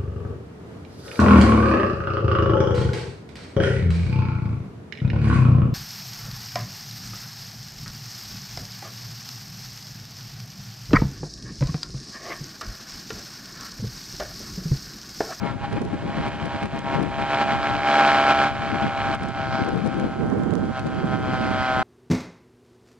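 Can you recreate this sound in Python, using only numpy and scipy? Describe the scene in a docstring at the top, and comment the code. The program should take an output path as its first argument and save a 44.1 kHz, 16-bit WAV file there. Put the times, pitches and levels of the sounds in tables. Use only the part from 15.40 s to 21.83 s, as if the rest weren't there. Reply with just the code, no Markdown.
"""On an open beach a paramotor flies towards and over two microphone ports, its pitch sinking slowly.
One pressure pulse per firing rings the two-stroke's silencer into a buzz and knocks its shell.
The geared propeller hums with thrust and rasps as its blades chop the wakes of pilot and frame.
Moving air makes the aircraft swell and fade; wind buffets the ports over the wash of the beach."""
import sys
import numpy as np
from scipy import signal
from scipy.fft import rfft, irfft, next_fast_len
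from scipy.io import wavfile

SR = 44100
rng = np.random.default_rng(int(sys.argv[2]) if len(sys.argv) > 2 else 0)


def to_wav(s):
    """Save 16-bit WAV."""
    ch = np.atleast_2d(s).T  # columns
    pcm = np.round(np.clip(ch, -1, 1) * 32767)  # PCM
    wavfile.write(sys.argv[1], SR, pcm.astype(np.int16))


N = 283563  # samples
TOP_HZ = 10900  # upper limit of the microphone's band


def amp(db):
    """Decibels to gain."""
    return 10 ** (np.asarray(db) / 20)


def unit(x):
    """Scale to rms 1."""
    return x / np.sqrt(np.mean(x ** 2) + 1e-20)


def curves(rows):
    """One value per sample for each column after the time."""
    s, *columns = np.transpose(rows)
    t = np.arange(N) / SR
    return [np.interp(t, s, column) for column in columns]


def wobble(rate):
    """A random curve of rms 1 with rate knots a second."""
    knots = rng.standard_normal(int(N * rate / SR) + 2)
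    return unit(np.interp(np.arange(N) * rate / SR, np.arange(len(knots)), knots))


def filtered(x, response):
    """x passed through a complex response of frequency, padded so that tails do not wrap round."""
    m = next_fast_len(N + 8192)
    return irfft(rfft(x, m) * response(np.fft.rfftfreq(m, 1 / SR)), m)[..., :N]


def coloured(x, spectrum):
    """x shaped by (freq_hz, level_db) points on a log frequency axis, at rms 1."""
    f, db = np.transpose(spectrum)
    return unit(filtered(x, lambda hz: amp(np.interp(np.log(hz + 1), np.log(f), db))))


def clicks(turns):
    """One click at every whole turn."""
    whole = np.floor(turns)
    return np.diff(whole, prepend=whole[0])


def struck(hits, spectrum, sweep_s):
    """Clicks ringing with a (freq_hz, level_db) spectrum, at rms 1; the highest treble trails by sweep_s."""
    f, db = np.transpose(spectrum)

    def response(hz):
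        shape = np.log(amp(np.interp(np.log(hz + 1), np.log(f), db)))
        # the phase that lets the ring start at the click, never before it
        causal = np.conj(signal.hilbert(np.r_[shape, shape[-2:0:-1]]))[:len(hz)]
        return np.exp(causal - 1j * np.pi * sweep_s * hz ** 2 / TOP_HZ)
    return unit(filtered(hits, response))


# the wash of the beach: freq_hz, level_db (relative, per Hz)
SHORE_SPECTRUM = [(25, -8), (70, -1.5), (140, 8), (300, -3.5), (600, -0.5), (1500, -28), (4000, -31),
                  (7000, -29), (11000, -43)]


def shore(level_db):
    """The soft wash of the open beach: shaped noise, separate at each port, drifting slightly in level."""
    return amp(level_db + wobble(3.5)) * coloured(rng.standard_normal((2, N)), SHORE_SPECTRUM)


# the light breeze between gusts: time_s, level_db (relative, both ports together)
BREEZE_LEVEL = [(0, -39.5), (0.2, -35.5), (0.3, -35), (0.7, -37), (0.9, -35), (1.15, -44), (2.35, -42.5),
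                (2.5, -55.5), (2.9, -43), (3.12, -39.5), (3.7, -37.5), (4.1, -37), (4.5, -36), (5.1, -38.5),
                (5.4, -38.5), (6.43, -38)]
BREEZE_LEFT_DB = 2  # lean to the left port
BREEZE_SWING_DB, BREEZE_SWINGS_PER_S = 3.5, 18  # depth and pace of its puffs
# moments when the breeze drops: middle_s
LULL_TIMES = [0.0, 0.191, 1.095, 1.185, 1.295, 1.425, 1.73, 3.135, 3.535, 3.785, 3.925]
LULL_DB, LULL_S = -8, 0.048  # depth and length of a lull
# gusts that swell and die: middle_s, length_s, peak_db (relative), left_minus_right_db
GUST_EVENTS = [(0.334, 0.02, -29.5, -6), (0.374, 0.026, -27.5, 18.5), (0.417, 0.019, -26.5, -8),
               (0.462, .05, -33, 5), (0.534, 0.035, -28, 18), (0.669, 0.076, -29.5, 5.5),
               (0.786, 0.04, -30.5, -0.5), (0.868, 0.041, -32, 5), (1.05, .04, -31, 10),
               (1.153, 0.022, -31, 2), (1.24, 0.036, -29, 1.5), (1.368, .06, -33, 7.5),
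               (1.585, 0.18, -29, 12), (1.81, 0.044, -31.5, 17), (1.966, 0.055, -42, 12),
               (2.131, 0.041, -34.5, 6), (3.293, 0.24, -35.5, 9), (2.082, 0.092, -35, -13.5),
               (2.31, 0.21, -37, 17.5), (3.466, 0.046, -29, 1.5), (3.698, 0.085, -33, 7),
               (4.29, 0.021, -25.5, 19), (4.308, 0.21, -30, 16.5), (4.473, .05, -26, 12),
               (4.628, .13, -26.5, 4), (4.823, 0.14, -29.5, -7.5), (4.924, 0.024, -24.5, -6.5),
               (4.982, 0.18, -26.5, -5.5), (5.174, 0.18, -28.5, -20), (5.299, 0.032, -27, -16.5),
               (5.645, 0.33, -29.5, -7), (5.884, 0.12, -31.5, 14), (6.044, 0.18, -28.5, -7.5),
               (6.367, 0.095, -35, 19)]


def airflow(sign):
    """Wind at the left (+1) or right (-1) port: a puffing breeze with lulls, and bell-shaped gusts on top."""
    t = np.arange(N) / SR

    def share(left_db):
        return 1 / (1 + amp(-sign * left_db) ** 2)

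    def bell(middle_s, length_s):
        return np.exp(-(2 * (t - middle_s) / length_s) ** 2)

    breeze_db, = curves(BREEZE_LEVEL)
    breeze_db = breeze_db + LULL_DB * sum(bell(s, LULL_S) for s in LULL_TIMES)
    puffs_db = BREEZE_SWING_DB * wobble(BREEZE_SWINGS_PER_S)
    power = share(BREEZE_LEFT_DB) * amp(breeze_db + puffs_db) ** 2
    for middle_s, length_s, peak_db, left_db in GUST_EVENTS:
        power = power + share(left_db) * amp(peak_db) ** 2 * bell(middle_s, length_s)
    return np.sqrt(power)


# wind rumble at a port: freq_hz, breeze_db (relative, per Hz), hard_gust_db (relative, per Hz)
BUFFET_SPECTRA = [(15, -52.5, -60), (28, -18, -37.5), (55, -2, -38.5), (113, 3.5, -6), (204, -2, 1),
                  (323, -9.5, -2.5), (490, -26.5, -8.5), (764, -31.5, -17), (1260, -35.5, -25.5),
                  (2040, -59.5, -34.5), (5000, -58, -62), (11000, -64, -67.5)]
# ticking of eddies at a port: freq_hz, level_db (relative, per Hz)
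CRACKLE_SPECTRUM = [(100, -16), (400, 10.5), (1500, -2.5), (4000, -7.5), (8000, -14.5), (11000, -17)]


def wind(lumps_db, crackle_db, spiky_db):
    """Eddies hit each microphone port separately; harder gusts are brighter, steadier and crackle louder."""
    breeze_spectrum = np.array(BUFFET_SPECTRA)[:, [0, 1]]
    gust_spectrum = np.array(BUFFET_SPECTRA)[:, [0, 2]]
    pair = []
    for sign in (1, -1):
        pressure = amp(8) * airflow(sign)
        force = pressure ** 2 / (pressure ** 2 + amp(-26.0) ** 2)  # 0 breeze, 1 hard gust
        eddies = amp(lumps_db * (1 - 0.6 * force) * wobble(45))  # a hard gust blows more evenly
        air = eddies * rng.standard_normal(N)
        soft = (1 - force) * coloured(air, breeze_spectrum)
        hard = force * amp(1) * coloured(air, gust_spectrum)
        spikes = amp(spiky_db * wobble(500)) * rng.standard_normal(N)
        crackle = coloured(eddies * spikes, CRACKLE_SPECTRUM)
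        pair.append(pressure * (soft + hard + amp(crackle_db) * crackle))
    return np.array(pair)


# sharp flicks of wind at the ports: start_s (the peak is width_s later), peak_db (before level_db is added)
FLICK_EVENTS = [(0.327, -41.5), (0.4157, -41), (0.882, -40), (1.055, -38.5), (1.231, -41), (1.256, -40.5),
                (1.389, -38), (1.6273, -39), (3.748, -37.5), (3.832, -40.5), (3.856, -46), (3.8846, -41),
                (4.2868, -40), (4.4723, -41.5), (5.393, -37.5), (5.467, -40.5)]


def flicks(level_db, width_s):
    """Brief ticks that swell and die as a sharp eddy snaps across the ports."""
    t = np.arange(N) / SR
    envelope = 0
    for start_s, peak_db in FLICK_EVENTS:
        envelope = envelope + amp(peak_db + level_db) * np.exp(-np.abs(t - start_s - width_s) / width_s)
    return envelope * coloured(rng.standard_normal((2, N)), CRACKLE_SPECTRUM)


# how the microphone sees the engine: time_s, view (0 from the front, .5 at a slant, 1 from the side);
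# the exhaust and the propeller follow it too
ASPECT_VIEW = [(0, 0.024), (1.5, 0.01), (2.8, 0.6), (3.6, 0.42), (4.2, 0.58), (4.7, 0.65), (5.5, 0.79),
               (6.43, 0.79)]
# ringing modes of the silencer's metal shell: freq_hz, width_hz, level_db (relative)
SHELL_MODES = [(2950, 60, -4), (3190, 100, 1), (4530, 110, -8), (4950, 150, -15)]


def shell(turns, knock_db, rattle_db, rattle_cycles):
    """Every firing knocks the silencer's metal shell and rattles it briefly; this is heard from the side."""
    side, = curves(ASPECT_VIEW)

    def modes(f):
        total = 0
        for c, w, db in SHELL_MODES:
            total = total + amp(db) * 1j * f * w / (c * c - f * f + 1j * f * w)
        return total * (f > SHELL_MODES[0][0] / 2)  # nothing far below the lowest mode

    knock = unit(filtered(clicks(turns), modes))
    rattling = np.exp(-(turns % 1) / rattle_cycles) * rng.standard_normal(N)
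    rattle = unit(filtered(rattling, modes))
    return side ** 3 * (amp(knock_db) * knock + amp(rattle_db) * rattle)


# the silencer's note, one row per order from the first up: front_db, slant_db, side_db (all relative)
PIPE_ORDERS = [(-28.5, -28.5, -26.5), (-37, -27.5, -11.5), (-27.5, -25.5, -23.5), (-14, -21.5, -16),
               (-10, -7.5, -4.5), (-2.5, 0, -0.5), (-8, -12.5, -11.5), (-13, -14.5, -5.5),
               (-18, -18.5, -10), (-12, -7.5, -4), (-15.5, -9.5, -3.5), (-15, -11.5, -4), (-16, -23, -11.5),
               (-18, -28.5, -8), (-33.5, -36.5, -25), (-18.5, -23.5, -14), (-32, -32.5, -24.5),
               (-34, -31, -31)]
FAR_FLUTTER_S = 0.91  # how fast the disturbance of the long, low path at the start fades


def exhaust(turns, flicker_db, rough, jitter, smear, scatter):
    """One pressure pulse per firing rings the silencer; its orders radiate differently to front and side."""
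    side, = curves(ASPECT_VIEW)
    far = np.exp(-np.arange(N) / SR / FAR_FLUTTER_S)
    side_db = np.array(PIPE_ORDERS)[:, -1]
    orders = np.arange(len(PIPE_ORDERS)) + 1
    # a causal pipe: each order's phase follows from the shape of the spectrum
    shape = np.interp(np.abs(np.arange(-32, 32)), orders, np.log(amp(side_db)))
    phases = -signal.hilbert(np.fft.ifftshift(shape)).imag
    uneven = turns + jitter * wobble(130)  # no two firings are timed alike
    stray = scatter * far  # over the long path, eddies fray each order on its own
    note = np.zeros(N)
    for k, views_db in zip(orders, PIPE_ORDERS):
        level_db = np.interp(side, [0, .5, 1], views_db) + flicker_db * (1 - side) * wobble(8.2)
        # from the front, the pilot's body smears the pulse
        detour = smear * (1 - side) * rng.uniform(-np.pi, np.pi)
        angle = 2 * np.pi * k * uneven + phases[k] + detour
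        in_step = (1 + stray * wobble(50)) * np.cos(angle)
        out_of_step = stray * wobble(50) * np.sin(angle)
        note += amp(level_db) * (in_step + out_of_step)
    return note * (1 + rough * wobble(130))


# thrust hum: multiple (of the blade rate), level_db (relative)
THRUST_HUM = [(1, -15.5), (2, -9), (3, -3.5), (4, -1.5), (5, -6), (6, -11), (8, -4), (9, -1)]
HUM_FRONT_DB = 4  # the hum is this much stronger from straight ahead
# wakes that each blade cuts: place (in the blade cycle, 0-1), width (cycles)
WAKE_PLACES = [(0.308, 0.022), (0.44, 0.022), (0.935, 0.035)]
# each wake beams its own way, so they take turns as the aircraft passes:
# time_s, first_db, second_db, third_db (relative)
WAKE_BEAMS = [(0, -7, 1, -5), (0.9, -5, 2, -6), (1.7, -12, 2, -4), (2.15, -8, 5, -4), (2.4, -1, 6, -3),
              (3.1, 3, 4, -1), (4.2, 4.5, 2.5, -1), (4.8, -1, 1, -4), (6.43, -4, 0, -3)]
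# slap of a blade cutting a wake: freq_hz, level_db (relative)
SLAP_SPECTRUM = [(150, -34.5), (430, -8), (560, -5.5), (680, 1.5), (800, 5), (930, 1), (1120, -0.5),
                 (1300, 2), (1650, 0.5), (1900, -4), (2150, -4.5), (2420, -1), (2700, -15), (2950, -9),
                 (3250, -10.5), (3550, -20.5), (4000, -15.5), (5000, -28.5), (8000, -43), (11000, -66)]
# turbulent rasp of the blades: freq_hz, level_db (relative, per Hz)
SWISH_SPECTRUM = [(60, -30), (220, -2), (420, -3.5), (530, -3), (620, 4), (760, 3), (950, -2), (1550, 1.5),
                  (1750, -2.5), (1900, -2.5), (2150, -1.5), (2480, 0.5), (2780, -6), (2980, -2.5),
                  (3230, -3.5), (3560, -10), (3800, -9.5), (4150, -10.5), (4600, -17), (4950, -16),
                  (5300, -22), (5800, -24.5), (8500, -35), (10000, -50), (10900, -81)]


def propeller(passes, hum_db, slap_db, rasp_db, between_db, scatter_db, spread_db, spread_hz):
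    """Blades hum with thrust; every wake they cut gives a sharp slap and a burst of fresh turbulence."""
    side, = curves(ASPECT_VIEW)
    hum = 0
    for multiple, db in THRUST_HUM:
        hum = hum + amp(db) * np.sin(2 * np.pi * (round(multiple) * passes + rng.random()))
    hum = unit(hum)
    cuts, power, mean_power = 0, amp(between_db) ** 2, amp(between_db) ** 2
    for (place, width), db in zip(WAKE_PLACES, curves(WAKE_BEAMS)):
        offset = (passes - place + .5) % 1 - .5  # cycles from the middle of the wake
        bump = np.exp(-.5 * (offset / width) ** 2)
        strength = amp(db + scatter_db * wobble(70))  # no two cuts are equally hard
        cuts = cuts + strength * clicks(passes - place + width)  # the slap comes as the blade enters the wake
        power = power + strength ** 2 * bump
        mean_power = mean_power + amp(db) ** 2 * bump.mean()
    slaps = struck(cuts / np.sqrt(mean_power), SLAP_SPECTRUM, sweep_s=.0015)
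    burst = np.sqrt(power / mean_power)
    # turbulence is new at every pass, and its treble differs from port to port
    shared = burst * rng.standard_normal(N)
    own = filtered(rng.standard_normal((2, N)),
                   lambda hz: amp(spread_db) * hz ** 4 / (hz ** 4 + spread_hz ** 4))
    rasp = coloured(shared + np.sqrt(burst) * own, SWISH_SPECTRUM)
    hum_gain = amp(hum_db + HUM_FRONT_DB * (1 - side) ** 2)
    return hum_gain * hum + amp(slap_db) * slaps + amp(rasp_db) * rasp


def ports(x, lead_s, right_db):
    """The right port hears lead_s earlier, and gets more treble: right_db at 2500 Hz, rising above."""
    sign = np.array([[-1], [1]])  # left, right
    return filtered(x, lambda hz: np.exp(1j * np.pi * hz * lead_s * sign)
                    * amp(sign * right_db / 2 * hz / 2500))


# firing rate as heard: time_s, pitch_hz
FIRING_PITCH = [(0, 135.48), (0.7, 135.3), (1.15, 134.75), (1.9, 134.31), (2.4, 134.19), (2.8, 133.94),
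                (3.1, 133.4), (3.6, 132.51), (3.95, 132.15), (4.3, 130.97), (4.6, 131.08), (4.9, 130.96),
                (5.3, 129.82), (5.7, 128.9), (6.0, 128.61), (6.43, 128.44)]
BLADE_RATIO = .55  # blade passes per firing
# how loud the aircraft arrives through the moving air: time_s, level_db (relative)
AIR_LOUDNESS = [(0.0, -42), (0.07, -29), (0.16, -41.5), (0.25, -32.5), (0.27, -37.5), (0.37, -33.5),
                (0.45, -43.5), (0.46, -38.5), (0.53, -38.5), (0.86, -29), (0.9, -35), (0.95, -33),
                (1.11, -33), (1.23, -29), (1.29, -36.5), (1.36, -29), (1.43, -33), (1.55, -22.5),
                (1.58, -28), (1.7, -32.5), (1.79, -25), (1.87, -25.5), (1.92, -22), (1.97, -24),
                (2.02, -17), (2.05, -26), (2.11, -22), (2.18, -25), (2.34, -23), (2.41, -27), (2.47, -20),
                (2.55, -18.5), (2.59, -16.5), (2.81, -18), (2.86, -20.5), (2.91, -16), (2.94, -22.5),
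                (3.03, -17.5), (3.15, -31.5), (3.25, -25.5), (3.33, -29), (3.4, -25.5), (3.54, -28.5),
                (3.61, -24.5), (3.74, -25), (3.77, -36.5), (3.83, -29.5), (3.92, -33), (3.99, -26.5),
                (4.09, -28.5), (4.15, -23.5), (4.31, -31), (4.35, -35), (4.65, -32), (4.68, -35.5),
                (5.31, -36.5), (5.38, -29.5), (5.42, -37), (5.58, -32.5), (5.63, -35), (5.74, -28.5),
                (5.78, -32), (6.4, -23.5), (6.42, -24.5)]
EXHAUST_DB, BLADES_DB = 0.74, -11.5  # each source relative to that loudness
NEAR_DB = -17.5  # loudness at which the growth and treble settings below are reckoned
EXHAUST_GROWTH = 0.092  # extra dB of the beamed exhaust note per dB of loudness
CLEAR_DB, CLEAR_HZ = -16.5, 2400  # extra blade treble at NEAR_DB, where the air carries the sound best
FAR_FLUTTER_DB, FLUTTER_DB = 0.9, 0.76  # extra flutter depth at the start, lasting depth
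# blades against the engine, weakest as the plane of the disc sweeps past: time_s, level_db (relative)
BLADE_BALANCE = [(0, 1), (0.8, 1), (1.05, 2), (1.6, -2.5), (2, -0.5), (2.13, 0), (2.6, 0), (3.2, 0.7),
                 (3.75, -1), (3.95, -3), (4.2, -4), (4.4, -1), (4.7, -2), (5.0, -9), (5.15, -9), (5.35, -2),
                 (5.6, -2), (5.75, -3.5), (5.9, -1), (6.22, 0), (6.43, -3)]
# bright hiss of the blades, which comes and goes as the aircraft passes: time_s, level_db (relative)
HISS_LEVEL = [(0, -6), (1.3, -17), (1.7, -36), (2.4, -8), (3.7, -19.5), (4.15, 3), (4.6, -11), (5.2, -3),
              (5.8, -14), (6.02, -2), (6.13, -12), (6.22, -3), (6.3, -18), (6.43, -32)]


def paramotor(hiss_hz, hiss_octaves):
    """Engine and propeller share one shaft speed and one path through the air, which swells and flutters both."""
    rate, = curves(FIRING_PITCH)
    hiss_db, = curves(HISS_LEVEL)
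    loud_db, = curves(AIR_LOUDNESS)
    blade_db, = curves(BLADE_BALANCE)
    t = np.arange(N) / SR
    turns = np.cumsum(rate * (1 + 0.00079 * wobble(14))) / SR  # firings so far
    # scatter: share of the exhaust note that the far air scatters
    note = exhaust(turns, flicker_db=1.3, rough=0.12, jitter=0.0019, smear=0.38, scatter=.75)
    engine = amp(EXHAUST_DB + EXHAUST_GROWTH * (loud_db - NEAR_DB)) * note
    engine = engine + shell(turns, knock_db=-14, rattle_db=-21, rattle_cycles=.12)
    # between_db: blade turbulence in clean air, relative to a wake
    blades = propeller(BLADE_RATIO * turns, hum_db=-0.5, slap_db=2.0, rasp_db=3.6, between_db=-2.2,
                       scatter_db=1.6, spread_db=8, spread_hz=6000)
    blades = amp(BLADES_DB + blade_db) * blades
    # at some angles the blades give a brighter hiss
    hiss = filtered(blades, lambda hz: np.exp(-(np.log2((hz + 1) / hiss_hz) / hiss_octaves) ** 2))
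    blades = blades + amp(hiss_db) * hiss
    treble = filtered(blades, lambda hz: hz ** 4 / (hz ** 4 + CLEAR_HZ ** 4))
    blades = blades + amp(CLEAR_DB + loud_db - NEAR_DB) * treble
    # the long, low path at the start flutters most
    flutter_db = (FLUTTER_DB + FAR_FLUTTER_DB * np.exp(-t / FAR_FLUTTER_S)) * wobble(40)
    return ports(amp(loud_db + flutter_db) * (engine + blades), lead_s=5.1e-5, right_db=0.8)


def scene():
    """The aircraft above the beach, with wind on the microphone ports."""
    beach = shore(level_db=-42.0)
    gusts = wind(lumps_db=2.8, crackle_db=-27.5, spiky_db=7.5)
    snaps = flicks(level_db=6.5, width_s=0.0023)
    aircraft = paramotor(hiss_hz=4900, hiss_octaves=0.34)
    return beach + gusts + snaps + aircraft


def record(dry):
    """The microphone keeps nothing above its band limit."""
    return filtered(dry, lambda hz: hz < TOP_HZ)


dry = scene()
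out = record(dry)
to_wav(out)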